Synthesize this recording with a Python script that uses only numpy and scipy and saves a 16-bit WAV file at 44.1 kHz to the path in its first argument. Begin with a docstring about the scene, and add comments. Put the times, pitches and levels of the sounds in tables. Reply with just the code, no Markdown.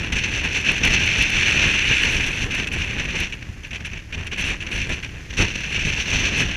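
"""A high, tearing rush of wind comes first: a gale blows over a small camera on a sailboat's deck.
Turbulent air rings the cavities of the housing (rush, howl) and pushes on the microphone (rumble).
Most buffets come and go within hundredths of a second, and spray ticks on the case.
Behind the wind the sea washes steadily, heard best in the lulls, with a faint electronic whine."""
import sys
import numpy as np
from scipy import signal
from scipy.fft import rfft, irfft
from scipy.io import wavfile
from scipy.ndimage import uniform_filter1d, map_coordinates

SR = 44100
rng = np.random.default_rng(int(sys.argv[2]) if len(sys.argv) > 2 else 0)


def unload_audio(sound):
    """Save the sound as a 16-bit wav file, at the path given as the first command line argument."""
    columns = np.transpose(np.atleast_2d(sound))
    # keep every value between -1 and 1, then stretch to whole-number steps
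    steps = np.round(np.clip(columns, -1, 1) * 32767)
    wavfile.write(sys.argv[1], SR, steps.astype(np.int16))


N = 289296
T = np.arange(N) / SR  # time in s
GALE_DB = -20.5  # reference wind level of a full gale, dB

# steady blow between buffets: t/s, level/dB
WIND = [(0.0, -28.5), (0.36, -25.5), (0.66, -25.5), (1.0, -20), (1.92, -17.5), (2.52, -27.5), (3.1, -27.5),
        (3.43, -45.5), (3.69, -52), (3.78, -44), (4.18, -45), (4.33, -33.5), (4.86, -31.5), (5.11, -43),
        (5.33, -39.5), (5.57, -28), (6.27, -24.5), (6.56, -28.5)]
# sudden buffets on top of the blow: t/s, length/s, level/dB
BUFFETS = [(0.121, .012, -20), (.154, 0.043, -21.5), (0.234, .03, -22), (0.335, 0.033, -26),
           (0.437, 0.025, -23), (0.544, 0.034, -22), (0.647, 0.033, -18.5), (0.683, 0.022, -16),
           (0.832, .048, -17.5), (0.928, 0.025, -21.5), (1.194, 0.048, -22), (1.354, .18, -25),
           (1.621, .05, -18.5), (2.031, 0.013, -19), (2.227, 0.056, -25.5), (2.506, 0.014, -23.5),
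           (2.54, 0.061, -26), (2.67, 0.0063, -23), (2.714, 0.029, -25.5), (2.781, 0.041, -25.5),
           (2.982, 0.018, -24), (3.051, 0.0078, -23.5), (3.088, 0.024, -27), (3.155, 0.096, -24),
           (3.321, 0.012, -26.5), (3.423, .0075, -33.5), (3.632, 0.041, -36.5), (3.706, 0.0084, -28),
           (3.729, 0.036, -30), (3.799, .013, -36), (3.846, 0.019, -25.5), (3.888, 0.097, -37),
           (4.123, 0.025, -27), (4.173, .055, -35), (4.262, 0.016, -30), (4.313, 0.032, -28.5),
           (4.378, .05, -23.5), (4.439, 0.082, -23.5), (4.602, 0.026, -28.5), (4.663, .01, -29),
           (4.713, 0.12, -27), (4.89, 0.053, -25.5), (5.025, 0.024, -30.5), (5.303, 0.0055, -29),
           (5.333, 0.0061, -32), (5.368, .1, -26.5), (5.38, 0.049, -20.5), (5.719, .052, -26),
           (5.791, .02, -20.5), (5.846, 0.054, -24), (5.97, 0.039, -28), (6.134, 0.037, -28),
           (6.237, 0.035, -22), (6.325, 0.054, -26), (6.374, 0.056, -20.5)]
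# brief lulls in which the flow leaves the housing: middle t/s, half length/s, depth/dB
LULLS = [(0.114, 0.034, 9.5), (0.428, 0.012, 5.5), (.635, .015, 3), (0.822, 0.013, 5), (1.29, .05, 2),
         (2.297, 0.053, 2.5), (2.49, 0.018, 12), (2.685, 0.032, 19), (2.965, 0.018, 5.5), (3.063, .02, 7.5),
         (3.79, .03, 2), (4.065, 0.034, 11), (4.3, 0.025, 18), (4.624, 0.061, 11.5), (4.702, .012, 2.5),
         (5.018, 0.0085, 9), (5.253, 0.065, 5), (5.67, 0.025, 3.5), (6.042, 0.018, 7)]


def wind_level(rise_s=0.0032, fall_s=0.0065, linger=0.11):
    """Power addition: the steady blow sinks in the lulls, and the power of the buffets adds to it (dB)."""
    blow_db = curves(WIND)[0]
    for middle, half_length, depth_db in LULLS:
        blow_db = blow_db - depth_db * swell(middle, half_length)
    buffet_power = 0
    for start, length, db in BUFFETS:
        # a longer buffet dies more slowly: a share of its length is added to the fall
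        envelope = burst(start, length, rise_s, fall_s + linger * length)
        buffet_power = buffet_power + (undb(db) * envelope) ** 2
    return 10 * np.log10(undb(blow_db) ** 2 + buffet_power)


def turbulence(wind_db, slack=0.071):
    """Intermittency: a full gale is evenly turbulent, a slack flow comes in separate puffs (swings in dB)."""
    patchy = np.clip(0.5 + slack * (GALE_DB - wind_db), 0.7, 1.5)
    return patchy * (0.63 * walk(45) + 1.32 * walk(170) + 1.56 * walk(600))


# air resonances of the housing: f/Hz, width/Hz, relative level/dB
CAVITIES = [(1684, 460, -9), (2226, 640, -6.5), (2400, 210, -2.5), (2740, 646, -3), (3474, 610, -14),
            (4240, 600, -17.5), (5624, 700, -17), (6070, 503, -13), (7150, 690, -31.5)]
# gain of the upper cavity ringing: t/s, level/dB
BRIGHTNESS = [(0, -1), (.9, -0.5), (1.7, -3), (2.3, -0.5), (3.2, -3), (5.0, -2.5), (5.4, 3.5), (5.8, -1.5),
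              (6.15, 7), (6.56, -3.5)]
# spectrum of the sizzle on the edges: f/Hz, relative level/dB
SIZZLE = [(5000, -3), (7500, 9), (8300, -3), (9500, 0), (10600, -1.5), (12000, -15), (13300, -19.5),
          (15500, -40)]


def rush(wind_db, swirl_db, trim_db=-1, sizzle_db=-28, sizzle_growth=1.0):
    """Flow-excited resonance: small eddies ring the cavities of the housing and sizzle on its edges."""
    ringing = resonate(noise(swirl_db + 0.2 * walk(200)), CAVITIES)
    # the upper resonances come and go as the angle of the flow changes
    bright_db = curves(BRIGHTNESS)[0] + 1.0 * walk(30) + 2.0 * walk(250)
    highpass = signal.butter(2, 3600, "high", fs=SR, output="sos")
    upper = signal.sosfiltfilt(highpass, ringing)
    ringing = ringing + (undb(bright_db) - 1) * upper
    sizzle = colour(noise(swirl_db + 2.0 * walk(22) + 2.0 * walk(1100)), SIZZLE)
    sizzle_level_db = GALE_DB + sizzle_db + sizzle_growth * (wind_db - GALE_DB)
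    return ringing * undb(wind_db + trim_db) + sizzle * undb(sizzle_level_db)


# the main cavity, which sings out in the hardest wind: f/Hz, width/Hz, relative level/dB
HOWL = [(2593, 280, 0)]


def howl(wind_db, swirl_db, level_db=-27, growth=1.08):
    """Sustained excitation: a long hard blow feeds the main cavity, so its pitch stands out of the rush."""
    sustained_db = uniform_filter1d(wind_db, SR // 8)  # wind averaged over 1/8 s
    drive_db = wind_db - GALE_DB + (growth - 1) * (sustained_db - GALE_DB)
    return resonate(noise(swirl_db + 1.0 * walk(25)), HOWL) * undb(level_db + drive_db)


# large eddies that hit the microphone port squarely:
# middle t/s, half length/s, rumble gain/dB, flutter gain/dB
EDDIES = [(0.172, .035, 8, 1), (.71, 0.038, 2.5, 6.5), (0.868, 0.046, 9, 8), (1.377, .03, 5, -0.5),
          (1.91, 0.033, 6, 0), (2.084, 0.05, 0.5, 1.5), (2.21, 0.098, 5.5, 3), (2.441, .035, 8, 4),
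          (2.74, 0.037, 8, 2.5), (2.962, 0.14, 3.5, 2), (3.5, 0.012, 7, 4), (4.177, 0.022, 6, 2),
          (4.454, 0.017, 7, 1), (4.82, 0.033, 6, -5.5), (5.406, 0.068, 5, 7.5), (5.84, .07, 7.5, -0.5),
          (6.153, 0.043, 6, 1), (6.34, 0.14, 4, 4.5)]
# spectrum of the pressure on the diaphragm: f/Hz, relative level/dB
RUMBLE = [(8, -25), (20, -1), (45, -1), (80, -0.5), (125, -5.5), (200, -13), (400, -25), (900, -63)]
# spectrum of the flapping at the port: f/Hz, relative level/dB
FLUTTER = [(40, 0.5), (90, -5), (170, 0.5), (300, -3), (450, -7.5), (700, -13.5), (950, -13), (1250, -15.5),
           (2000, -7), (4000, -48)]


def rumble(wind_db, swirl_db, rumble_db=-30.0, flutter_db=-31.0, push=0.29, flap=0.66,
           wander_db=1.37, inertia_s=0.041, swirl=0.9):
    """Pseudo-sound: eddies press on the diaphragm and flap at the port, more sluggishly than the rush."""
    force_db = uniform_filter1d(wind_db, int(inertia_s * SR)) - GALE_DB
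    low_db = rumble_db + push * force_db
    mid_db = flutter_db + flap * force_db
    for middle, half_length, rumble_gain_db, flutter_gain_db in EDDIES:
        eddy = swell(middle, half_length)
        low_db = low_db + rumble_gain_db * eddy
        mid_db = mid_db + flutter_gain_db * eddy
    wander = wander_db * walk(22)  # shared by both parts
    pressure = colour(noise(0), RUMBLE) * undb(low_db + wander)
    flutter = colour(noise(swirl * swirl_db + 1.47 * walk(60)), FLUTTER) * undb(mid_db + wander)
    return pressure + flutter


# large drops of spray on the case: t/s, level before the common drop gain/dB
DROPS = [(0.614, -35), (0.7192, -24), (0.853, -14), (1.063, -31), (1.1877, -33), (1.2252, -19),
         (1.3032, -22), (2.55, -25), (3.2036, -22.5), (4.2714, -32)]
# showers of fine spray: t/s, length/s, level/dB
SHOWERS = [(0.12, .015, -48), (.44, .02, -52), (2.016, .034, -47), (2.096, 0.06, -46), (2.263, .008, -44),
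           (2.16, .29, -53.5), (2.668, .01, -48), (2.724, .019, -45), (3.851, .012, -50),
           (4.376, .039, -46.5), (4.445, 0.03, -51), (4.708, 0.076, -53), (4.891, .008, -47),
           (5.03, .02, -56), (5.372, .06, -50), (6.374, 0.046, -46)]
# spectrum of fine spray: f/Hz, relative level/dB
MIST = [(4000, -12), (7000, 4.5), (10000, 1), (11500, -2), (13000, -13), (15500, -24)]
# spectrum of a drop's tick, large or small: f/Hz, relative level/dB
SPLASH = [(2000, -22), (4500, 5), (7500, -13), (9200, 5), (11500, -10), (13500, -13), (15500, -25)]


def spray(decay_s=0.00063, drop_db=1):
    """Impact noise: each large drop gives one bright tick; fine spray arrives as a grainy hiss."""
    strikes = sum(undb(db) * burst(start, 0, 1 / SR, decay_s) for start, db in DROPS)
    showers = sum(undb(db) * burst(start, length, rise_s=0.002, fall_s=0.007)
                  for start, length, db in SHOWERS)
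    ticks = colour(noise(0), SPLASH) * strikes
    mist = colour(noise(3.5 * walk(1500)), MIST) * showers
    return ticks * undb(drop_db) + mist


def droplets(wind_db, per_s=18, level_db=-44, scatter_db=4, growth=0.52, decay_s=0.0016):
    """Random arrivals: small drops reach the case by chance and hit harder in a stronger wind."""
    arrives = rng.random(N) < per_s / SR
    size_db = scatter_db * np.clip(rng.standard_normal(N), -2, 2)
    hits = arrives * undb(level_db + size_db + growth * (wind_db - GALE_DB))
    decay_per_sample = np.exp(-1 / (decay_s * SR))
    envelope = signal.lfilter([1], [1, -decay_per_sample], hits)
    return colour(noise(0), SPLASH) * envelope


# spectrum of the sea's wash: f/Hz, relative level/dB
SEA = [(80, 5.5), (250, -4), (500, -7.5), (750, -14), (1250, -13), (1700, -2), (2700, -6), (3800, -16),
       (4900, -14.5), (6100, -12.5), (7000, -16.5), (8200, -27.5), (11000, -27.5), (15500, -40)]


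def sea(level_db=-46):
    """Incoherent summation: breaking crests merge into a wash that swells slowly and fizzes with foam."""
    slow_swell_db = 1.0 * walk(1.2) + 0.26 * walk(13)
    foam_db = 2.0 * walk(900)
    return colour(noise(slow_swell_db + foam_db), SEA) * undb(level_db)


def whine(centre_hz=11712, waver_hz=7, level_db=-78):
    """Frequency modulation: a faint, slightly unsteady electronic tone of the camera."""
    hz = centre_hz + waver_hz * walk(60)
    return unit(np.sin(2 * np.pi * np.cumsum(hz) / SR)) * undb(level_db)


def undb(db):
    """Level law: decibels to amplitude gain."""
    return 10 ** (np.asarray(db) / 20)


def unit(x):
    """Normalization: scale to rms 1."""
    return x / np.sqrt(np.mean(x ** 2))


def curves(table):
    """Linear interpolation: each column of a table, joined by straight lines in time."""
    times, *columns = np.transpose(table)
    return [np.interp(T, times, column) for column in columns]


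def walk(rate):
    """Random modulation: straight lines between random points, rate per second, at rms 1."""
    points = rng.standard_normal(8192)
    return unit(map_coordinates(points, [T * rate], order=1, mode="wrap"))


def noise(swing_db):
    """Amplitude modulation: white noise whose level swings by a curve in dB."""
    return rng.standard_normal(N) * undb(swing_db)


def swell(middle, half_length):
    """Gaussian envelope: a smooth bump of height 1."""
    return np.exp(-((T - middle) / half_length) ** 2)


def burst(start, length, rise_s, fall_s):
    """Transient envelope: breaks in linearly, holds and dies away exponentially."""
    age = T - start
    return np.clip(age / rise_s, 0, 1) * np.exp(-np.clip(age - length, 0, 1) / fall_s)


def colour(x, spectrum):
    """Spectral shaping: filter by (f/Hz, level/dB) points joined on a log-frequency axis, to rms 1."""
    hz, db = np.transpose(spectrum)
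    bins = np.arange(N // 2 + 1) * SR / N
    gain = undb(np.interp(np.log(np.maximum(bins, 1)), np.log(hz), db))
    # roll off beyond both ends of the curve
    top_end = 1 / (1 + (bins / hz[-1] / 2) ** 4)
    low_end = bins ** 2 / (bins ** 2 + (hz[0] / 2) ** 2)
    return unit(irfft(rfft(x) * gain * top_end * low_end, N))


def resonate(x, modes):
    """Modal superposition: add the power responses of steep resonances and filter by them, to rms 1."""
    bins = np.maximum(np.arange(N // 2 + 1) * SR / N, 1)
    power = 0
    for hz, width, db in modes:
        detuning = (bins - hz ** 2 / bins) / width
        power = power + undb(db) ** 2 / (1 + detuning ** 2) ** 2
    return unit(irfft(rfft(x) * np.sqrt(power), N))


def scene():
    """Superposition: wind on the camera, with spray, sea and whine behind it."""
    wind_db = wind_level()
    swirl_db = turbulence(wind_db)
    wind = rush(wind_db, swirl_db) + howl(wind_db, swirl_db) + rumble(wind_db, swirl_db)
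    return (wind + spray() + droplets(wind_db) + sea() + whine())[None]


def record(dry, ceiling=0.75, top_hz=15000):
    """Saturation and band limiting: the camera rounds the highest peaks and cuts the top."""
    rounded = dry / (1 + (dry / ceiling) ** 8) ** (1 / 8)
    lowpass = signal.ellip(8, 0.2, 70, top_hz, fs=SR, output="sos")
    return signal.sosfilt(lowpass, rounded)


dry = scene()
out = record(dry)
unload_audio(out)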